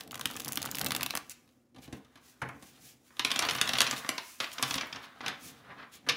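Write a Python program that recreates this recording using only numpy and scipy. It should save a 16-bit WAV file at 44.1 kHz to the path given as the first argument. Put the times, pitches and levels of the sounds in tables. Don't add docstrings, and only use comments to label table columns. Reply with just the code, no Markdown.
import sys
import numpy as np
from scipy import signal
from scipy.fft import rfft, irfft
from scipy.io import wavfile
from scipy.ndimage import uniform_filter1d

SR = 44100
rng = np.random.default_rng(int(sys.argv[2]) if len(sys.argv) > 2 else 0)


def transcribe(u):
    v = np.clip(np.atleast_2d(u).T, -1, 1)
    q = np.round(v * 32767).astype(np.int16)
    wavfile.write(sys.argv[1], SR, q)


N = 271656

# f/Hz, relative level/dB per Hz
AIR_SPECTRUM = [(18, -27.5), (30, -32), (59, 4), (108, -2.5), (120, 2.5), (208, -10.5), (243, -16.5),
                (341, 1), (467, -19), (505, -3.5), (691, -21), (15500, -60.5)]
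# f/Hz, width/Hz, level/dB
HUM_BAND = (243, 13, -69)
# t/s, level/dB (before the rumble's own 4.5 dB cut)
RUMBLE_CURVE = [(0, -52), (.93, -37.5), (1.4, -65.5), (1.73, -78), (1.78, -52), (2.39, -69.5), (2.43, -45),
                (2.65, -56.5), (3.15, -68.5), (3.8, -49.5), (4.37, -73), (4.8, -46.5), (5.15, -63),
                (5.28, -51.5), (6.02, -57.5), (6.11, -43)]
# t/s, hiss level/dB, rub level/dB
SLIDE_CURVE = [(0, -54, -54), (.08, -78, -76), (.29, -57.5, -61.5), (1.1, -58, -58), (1.24, -66, -70),
               (1.47, -76.5, -80.5), (1.74, -89.5, -89.5), (1.8, -72, -76), (2.08, -79, -72),
               (2.68, -70, -72), (3.0, -77, -82), (3.36, -56, -46.5), (3.77, -52.5, -44.5),
               (4.05, -57.5, -51.5), (4.38, -60.5, -70), (4.63, -56.5, -46.5), (5.15, -74.5, -60.5),
               (5.35, -70, -62), (5.7, -76, -66), (6.02, -78, -74), (6.16, -64, -57)]
# middle t/s, length/s, level/dB before the texture loss,
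# texture (-1 table rumble, 0 dull rub, 1 scrape, 2 glossy hiss)
QUICK_SLIDES = [(1.311, 0.023, -47, 2), (1.84, 0.04, -58, 1.5), (1.96, .05, -67, 1.4),
                (2.281, .1, -63.5, 2.2), (2.665, 0.09, -63, 2.1), (2.76, .07, -66, 1.1),
                (2.873, 0.11, -58, 2), (3.07, .04, -72, 1.9), (3.432, 0.037, -35, 0.2),
                (3.933, 0.023, -48, 1), (3.985, 0.04, -51, 1.9), (4.296, 0.1, -52, 2.8),
                (4.432, .045, -40, .6), (4.534, 0.011, -48, 2.1), (4.716, 0.12, -48, 2),
                (5.041, 0.043, -55, 0.8), (5.28, 0.08, -42, 0.1), (5.463, 0.1, -52, 2),
                (5.57, .07, -70, 1.3), (5.225, .04, -52, .1), (5.7, 0.08, -51, -.4),
                (5.812, 0.08, -50, -.1), (5.948, 0.05, -53, 1.5)]
# t/s, level/dB, brightness/dB (edge treble over crack)
THUMB_SNAPS = [(0.008, -36, 0), (0.035, -46, 6), (0.076, -46.5, 3), (0.1095, -40, -2), (0.1177, -37, 11),
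               (0.1436, -34, -2), (0.1549, -34, 5), (0.176, -41, -1), (0.1947, -34, 11),
               (0.2114, -31, -0.5), (0.2561, -20.5, 1.5), (0.271, -35, 9.5), (0.3008, -42, 14),
               (0.3111, -34, 3), (0.3536, -44, 8), (0.3649, -31.5, 9), (0.37, -37, 0), (0.3984, -32.5, 6.5),
               (0.4023, -29, 8), (0.4186, -37, 7), (0.447, -26.5, 15), (0.4587, -34.5, 6),
               (0.4805, -25.5, 15), (0.4863, -31, 10), (0.5212, -23, 23.5), (0.5309, -29, 11),
               (0.5565, -26, 14), (0.5729, -23, 2), (0.6181, -29.5, 3), (0.6277, -26, 9.5), (0.653, -29, 8),
               (0.659, -27, 10.5), (0.7134, -25.5, 18), (0.7474, -30.5, -7), (0.7535, -25, 28),
               (0.7695, -31.5, 5), (0.7846, -25.5, 6), (0.794, -28, 13.5), (0.8129, -22, 3),
               (0.845, -24.5, 19), (0.862, -23, 2), (0.8664, -25.5, 2.5), (0.885, -34, 14),
               (0.9066, -26, -1), (0.9191, -24.5, -1), (0.9492, -25.5, 1), (0.9634, -22.5, 5.5),
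               (1.0087, -26, -6), (1.02, -37, 4), (1.0306, -19.5, 5), (1.062, -25.5, 2), (1.101, -40, -8),
               (1.1062, -26.5, -2.5), (1.152, -23, 3.5), (1.1651, -31.5, 6), (1.1731, -24, 6.5),
               (1.296, -33, 22), (1.476, -62, -4), (1.49, -64, -6)]
# from t/s, to t/s, ticks per second, lowest level/dB
STRAY_TICKS = [(0.097, 1.19, 72, -48.5), (3.251, 3.98, 87.3, -40), (4.58, 4.87, 80, -45)]
# t/s, card body level/dB
DULL_THUDS = [(0.128, -40.5), (0.1549, -39), (0.1949, -38), (0.251, -42), (0.3009, -39.5), (0.3538, -38.5),
              (0.4715, -38), (0.491, -42), (0.614, -41), (0.643, -39), (0.722, -41), (0.851, -35),
              (0.996, -38), (0.516, -40), (0.5732, -31.5), (0.657, -36), (0.6883, -38), (0.7474, -37.5),
              (0.807, -34.5), (0.8348, -39), (1.019, -36), (1.137, -33.5), (1.152, -30.5), (1.1729, -32.5),
              (3.105, -53), (3.462, -36), (3.816, -25.5), (3.928, -29), (4.0463, -33), (4.0899, -23.5),
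              (4.5945, -32.5), (4.8318, -34), (4.948, -36), (4.967, -36.5), (5.16, -54), (5.206, -35.5),
              (5.27, -40)]
# t/s, card body level/dB, crack level/dB, edge treble level/dB,
# table level/dB, contact time/s (halved for the edge)
TABLE_KNOCKS = [(1.745, -65, -66.5, -69, -58.5, 0.0051), (1.76, -59.5, -57.5, -63.5, -49, 0.0042),
                (1.782, -66, -57, -64, -60, 0.004), (1.876, -59, -57, -64, -44.5, 0.0027),
                (1.925, -48, -49, -51, -38, 0.0067), (2.046, -66, -62, -66, -62, 0.003),
                (2.155, -57.5, -56, -61, -61, 0.0044), (2.172, -59, -60, -66, -64, 0.004),
                (2.416, -33.5, -48.5, -50, -37, 0.011), (2.487, -41, -62, -52.5, -47.5, 0.0047),
                (2.623, -55, -56.5, -53.5, -54, 0.0064), (6.064, -44, -59, -64, -45, 0.025),
                (6.087, -29, -23, -35.5, -55, 0.011)]
# t/s, level/dB, brightness/dB (edge treble over crack)
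PILE_SLAPS = [(3.1675, -49.5, -3), (3.1935, -24, -8), (3.2476, -22, -5), (3.3036, -32, -15),
              (3.3144, -24, -6), (3.3588, -25.5, -12), (3.3908, -20.5, -1.5), (3.4232, -25, -8),
              (3.4492, -30, -10), (3.486, -25, -20), (3.4961, -29.5, -3), (3.509, -27.5, -6.5),
              (3.5502, -30, -12), (3.5835, -32.5, -14), (3.6127, -19.5, -2.5), (3.6741, -30, -7),
              (3.6908, -24, -9), (3.7336, -26.5, -11), (3.752, -30.5, -17), (3.784, -22.5, -7),
              (3.8045, -17, -3), (3.816, -21, 2), (3.8655, -29.5, -12), (3.8724, -30, -9), (3.9102, -27, 0),
              (3.966, -38, -10), (4.061, -43, -14), (4.0901, -23, 4), (4.1795, -29.5, -13),
              (4.4014, -27, -14), (4.4066, -31, -10), (4.4408, -34, -18), (4.5154, -42, -6),
              (4.5818, -34.5, -21), (4.6255, -21.5, -2.5), (4.6326, -28.5, -21), (4.6785, -39, -6),
              (4.7079, -26.5, -9), (4.7408, -28, -4), (4.7523, -33.5, -14), (4.7795, -30, -22),
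              (4.8095, -31, -18), (4.9261, -36, -17), (4.9585, -39.5, -19), (5.2108, -46, -15),
              (5.2611, -30, -14), (5.2805, -28.5, -7), (6.098, -32, -8), (6.1212, -40, -9)]
# f/Hz, width/Hz, relative level/dB
TABLE_MODES = [(126.7, 9.3, -0.5), (273.4, 73, -0.5), (782, 160, -10.5), (442.7, 28, -5.5), (83, 61, -5)]
# f/Hz, width/Hz, relative level/dB
CARD_MODES = [(650, 560, -4), (1100, 272, 5), (1750, 1130, -1.5)]
# f/Hz, width/Hz, relative level/dB
CRACK_MODES = [(2590, 1530, 1), (3770, 1730, 2), (5830, 1620, -4.5)]
# f/Hz, width/Hz, relative level/dB
EDGE_MODES = [(6800, 2500, 0.5), (10200, 1700, 4), (15660, 8500, -1.5)]
# f/Hz, time to fall 60 dB/s, level/dB
ROOM_BANDS = [(185, 0.28, -19), (680, 0.35, -15.5), (1920, 0.37, -12), (4170, 0.22, -17.5),
              (11000, 0.093, -9.5)]

AIR_DB = -71
ROLL_OFF_HZ, TOP_HZ = 15650, 16990
TEXTURE_STEP_DB = 9.0
SWISH_EDGE = 3.0
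SLAP_S, DULL_S_PER_DB = 0.002, 0.00012
SNAP_BODY_DB, SLAP_BODY_DB = -7.5, -6.5
THUD_CRACK_DB, THUD_EDGE_DB, THUD_TABLE_DB = -12.5, -23, -9
CUPPED_UNTIL_S, CUPPED_DB = 1.25, -5.5
ECHO_TURN_S = 0.06


def undb(db):
    return 10 ** (np.asarray(db) / 20)


def level(x, db):
    return x * undb(db) / np.sqrt(np.mean(x ** 2))


def ring(x, modes, dark_above_hz=None):
    def through(v):
        total = 0
        for k, (hz, width_hz, db) in enumerate(modes):
            b, a = signal.iirpeak(hz, hz / width_hz, SR)
            total = total + (-1) ** k * undb(db) * signal.lfilter(b, a, v)
        if dark_above_hz:
            total = signal.sosfilt(signal.butter(4, dark_above_hz, fs=SR, output="sos"), total)
        return total

    energy = np.sum(through(signal.unit_impulse(4096)) ** 2)
    return through(x) / np.sqrt(energy)


def curve(table, column):
    rows = np.array(table)
    return np.interp(np.arange(N) / SR, rows[:, 0], rows[:, column])


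def walk(rate):
    hold = int(SR / rate)
    steps = np.repeat(rng.standard_normal(N // hold + 1), hold)
    return 1.2 * uniform_filter1d(steps, hold)[:N]


def split(table):
    s, db, bright_db = np.transpose(table)
    crack_db = db - np.maximum(bright_db, 0)
    edge_db = db + np.minimum(bright_db, 0)
    return s, crack_db, edge_db


def bursts(times, db, contact_s, fade_s, rise_s, tick):
    out = np.zeros(N + 2048)
    t = np.arange(2048) / SR
    for s, burst_db, closing_s in np.broadcast(times, db, contact_s):
        env = np.minimum(t / rise_s, 1) * np.exp(-np.maximum(t - closing_s, 0) / fade_s)
        noise = env * rng.standard_normal(len(t))
        noise *= np.sqrt(np.sum(env ** 2) / np.sum(noise ** 2))
        noise[int(rise_s * SR)] += tick
        start = int(s * SR)
        out[start:start + len(t)] += undb(burst_db) * noise
    return out[:N]


def contacts(s, crack_db, edge_db, body_db, table_db, contact_s, fade_s, rise_s, tick, edge_hz):
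    crack = bursts(s, crack_db, contact_s, fade_s, rise_s, tick)
    edge = bursts(s, edge_db, 0.5 * contact_s, 0.63 * fade_s, rise_s, tick)
    body = bursts(s, body_db, contact_s, 1.62 * fade_s, rise_s, tick)
    table = bursts(s, table_db, contact_s, 2.13 * fade_s, rise_s, tick)
    return (ring(crack, CRACK_MODES, dark_above_hz=7200)
            + ring(edge, EDGE_MODES, dark_above_hz=edge_hz)
            + ring(body, CARD_MODES, dark_above_hz=2730)
            + ring(table, TABLE_MODES, dark_above_hz=1200))


def swells(layer):
    t = np.arange(N) / SR
    total = 0
    for middle_s, length_s, db, texture in QUICK_SLIDES:
        layer_db = db - TEXTURE_STEP_DB * (layer - texture) ** 2
        total = total + undb(layer_db) * np.exp(-np.abs(2 * (t - middle_s) / length_s) ** SWISH_EDGE)
    return total


def air():
    hz, db = np.transpose(AIR_SPECTRUM)
    log_hz = np.log(np.fft.rfftfreq(N, 1 / SR) + 1)
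    gain = undb(np.interp(log_hz, np.log(hz), db))
    noise = irfft(rfft(rng.standard_normal(N)) * gain, N)
    hum_hz, hum_width_hz, hum_db = HUM_BAND
    hum = ring(rng.standard_normal(N), [(hum_hz, hum_width_hz, 0)])
    return level(noise, AIR_DB) + level(hum, hum_db)


def table_rumble():
    uneven = undb(2.5 * walk(40))
    rumble = level(ring(rng.standard_normal(N) * uneven, TABLE_MODES), -4.5)
    return rumble * (undb(curve(RUMBLE_CURVE, 1)) + swells(layer=-1))


def slide():
    grit = rng.standard_normal(N) * undb(1.2 * walk(200))
    hiss = level(ring(grit, EDGE_MODES), 0) + level(ring(grit, CRACK_MODES), -5.0)
    drag = rng.standard_normal(N) * undb(1.5 * walk(80))
    rub = level(ring(drag, CARD_MODES, dark_above_hz=2550), 0)
    scrape = level(ring(drag, CRACK_MODES, dark_above_hz=4860), 0)
    hiss_gain = undb(curve(SLIDE_CURVE, 1))
    rub_gain = undb(curve(SLIDE_CURVE, 2))
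    return (hiss * (hiss_gain + swells(layer=2))
            + rub * (rub_gain + swells(layer=0))
            + scrape * (undb(-8.0) * rub_gain + swells(layer=1)))


def riffle():
    s, crack_db, edge_db = split(THUMB_SNAPS)
    body_db = crack_db + SNAP_BODY_DB
    return contacts(s, crack_db, edge_db, body_db, body_db - 7.5, contact_s=0.00041, fade_s=0.0022,
                    rise_s=0.0004, tick=3.5, edge_hz=None)


def tail():
    t = np.arange(SR // 2) / SR
    out = 0
    for hz, t60, db in ROOM_BANDS:
        band = ring(rng.standard_normal(len(t)), [(hz, hz, 0)])
        band = band * 1000 ** (-t / t60) * np.clip(t / 0.002, 0, 1)
        out = out + undb(db) * band / np.sqrt(np.sum(band ** 2))
    return out


def room(x, count=6):
    turn = (np.arange(N) / SR / ECHO_TURN_S).astype(int) % count
    return sum(signal.fftconvolve(x * (turn == k), tail())[:N] for k in range(count))


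def flutter():
    out = 0
    for start, end, rate, lowest_db in STRAY_TICKS:
        when, size, tilt = rng.random((100, 3)).T
        s = start + np.cumsum(-np.log(1 - when)) / rate
        tick_db = lowest_db - 2.87 * np.log(1 - size)
        tick_db = np.where(s < end, tick_db, -200)
        s = np.minimum(s, end)
        tilt_db = 18.0 * (tilt - 0.5)
        crack_db, edge_db = tick_db - tilt_db, tick_db + tilt_db - 1.5
        out = out + contacts(s, crack_db, edge_db, crack_db - 9.5, tick_db - 4.5, contact_s=0.00019,
                             fade_s=0.0008, rise_s=0.0004, tick=1.5, edge_hz=None)
    return out


def thuds():
    s, db = np.transpose(DULL_THUDS)
    return contacts(s, db + THUD_CRACK_DB, db + THUD_EDGE_DB, db, db + THUD_TABLE_DB, contact_s=0.0012,
                    fade_s=0.002, rise_s=0.0007, tick=4.0, edge_hz=8400)


def knocks():
    s, body_db, crack_db, edge_db, table_db, contact_s = np.transpose(TABLE_KNOCKS)
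    return contacts(s, crack_db, edge_db, body_db, table_db, contact_s, fade_s=0.0054,
                    rise_s=0.0015, tick=2.2, edge_hz=12300)


def slaps():
    s, crack_db, edge_db = split(PILE_SLAPS)
    body_db = crack_db + SLAP_BODY_DB
    dullness_db = np.clip(crack_db - edge_db, 0, 30)
    contact_s = SLAP_S + DULL_S_PER_DB * dullness_db
    return contacts(s, crack_db, edge_db, body_db, body_db - 11.0, contact_s, fade_s=0.0023,
                    rise_s=0.001, tick=4.8, edge_hz=11600)


def scene():
    cards = slide() + riffle() + flutter() + thuds() + knocks() + slaps()
    to_walls = np.where(np.arange(N) / SR < CUPPED_UNTIL_S, undb(CUPPED_DB), 1)
    return (cards + room(to_walls * cards) + table_rumble() + air())[None]


def record(dry):
    x = signal.sosfilt(signal.butter(2, 70, "high", fs=SR, output="sos"), dry)
    x = signal.sosfilt(signal.cheby1(10, 1, ROLL_OFF_HZ, fs=SR, output="sos"), x)
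    return signal.sosfilt(signal.ellip(10, 0.2, 70, TOP_HZ, fs=SR, output="sos"), x)


dry = scene()
out = record(dry)
transcribe(out)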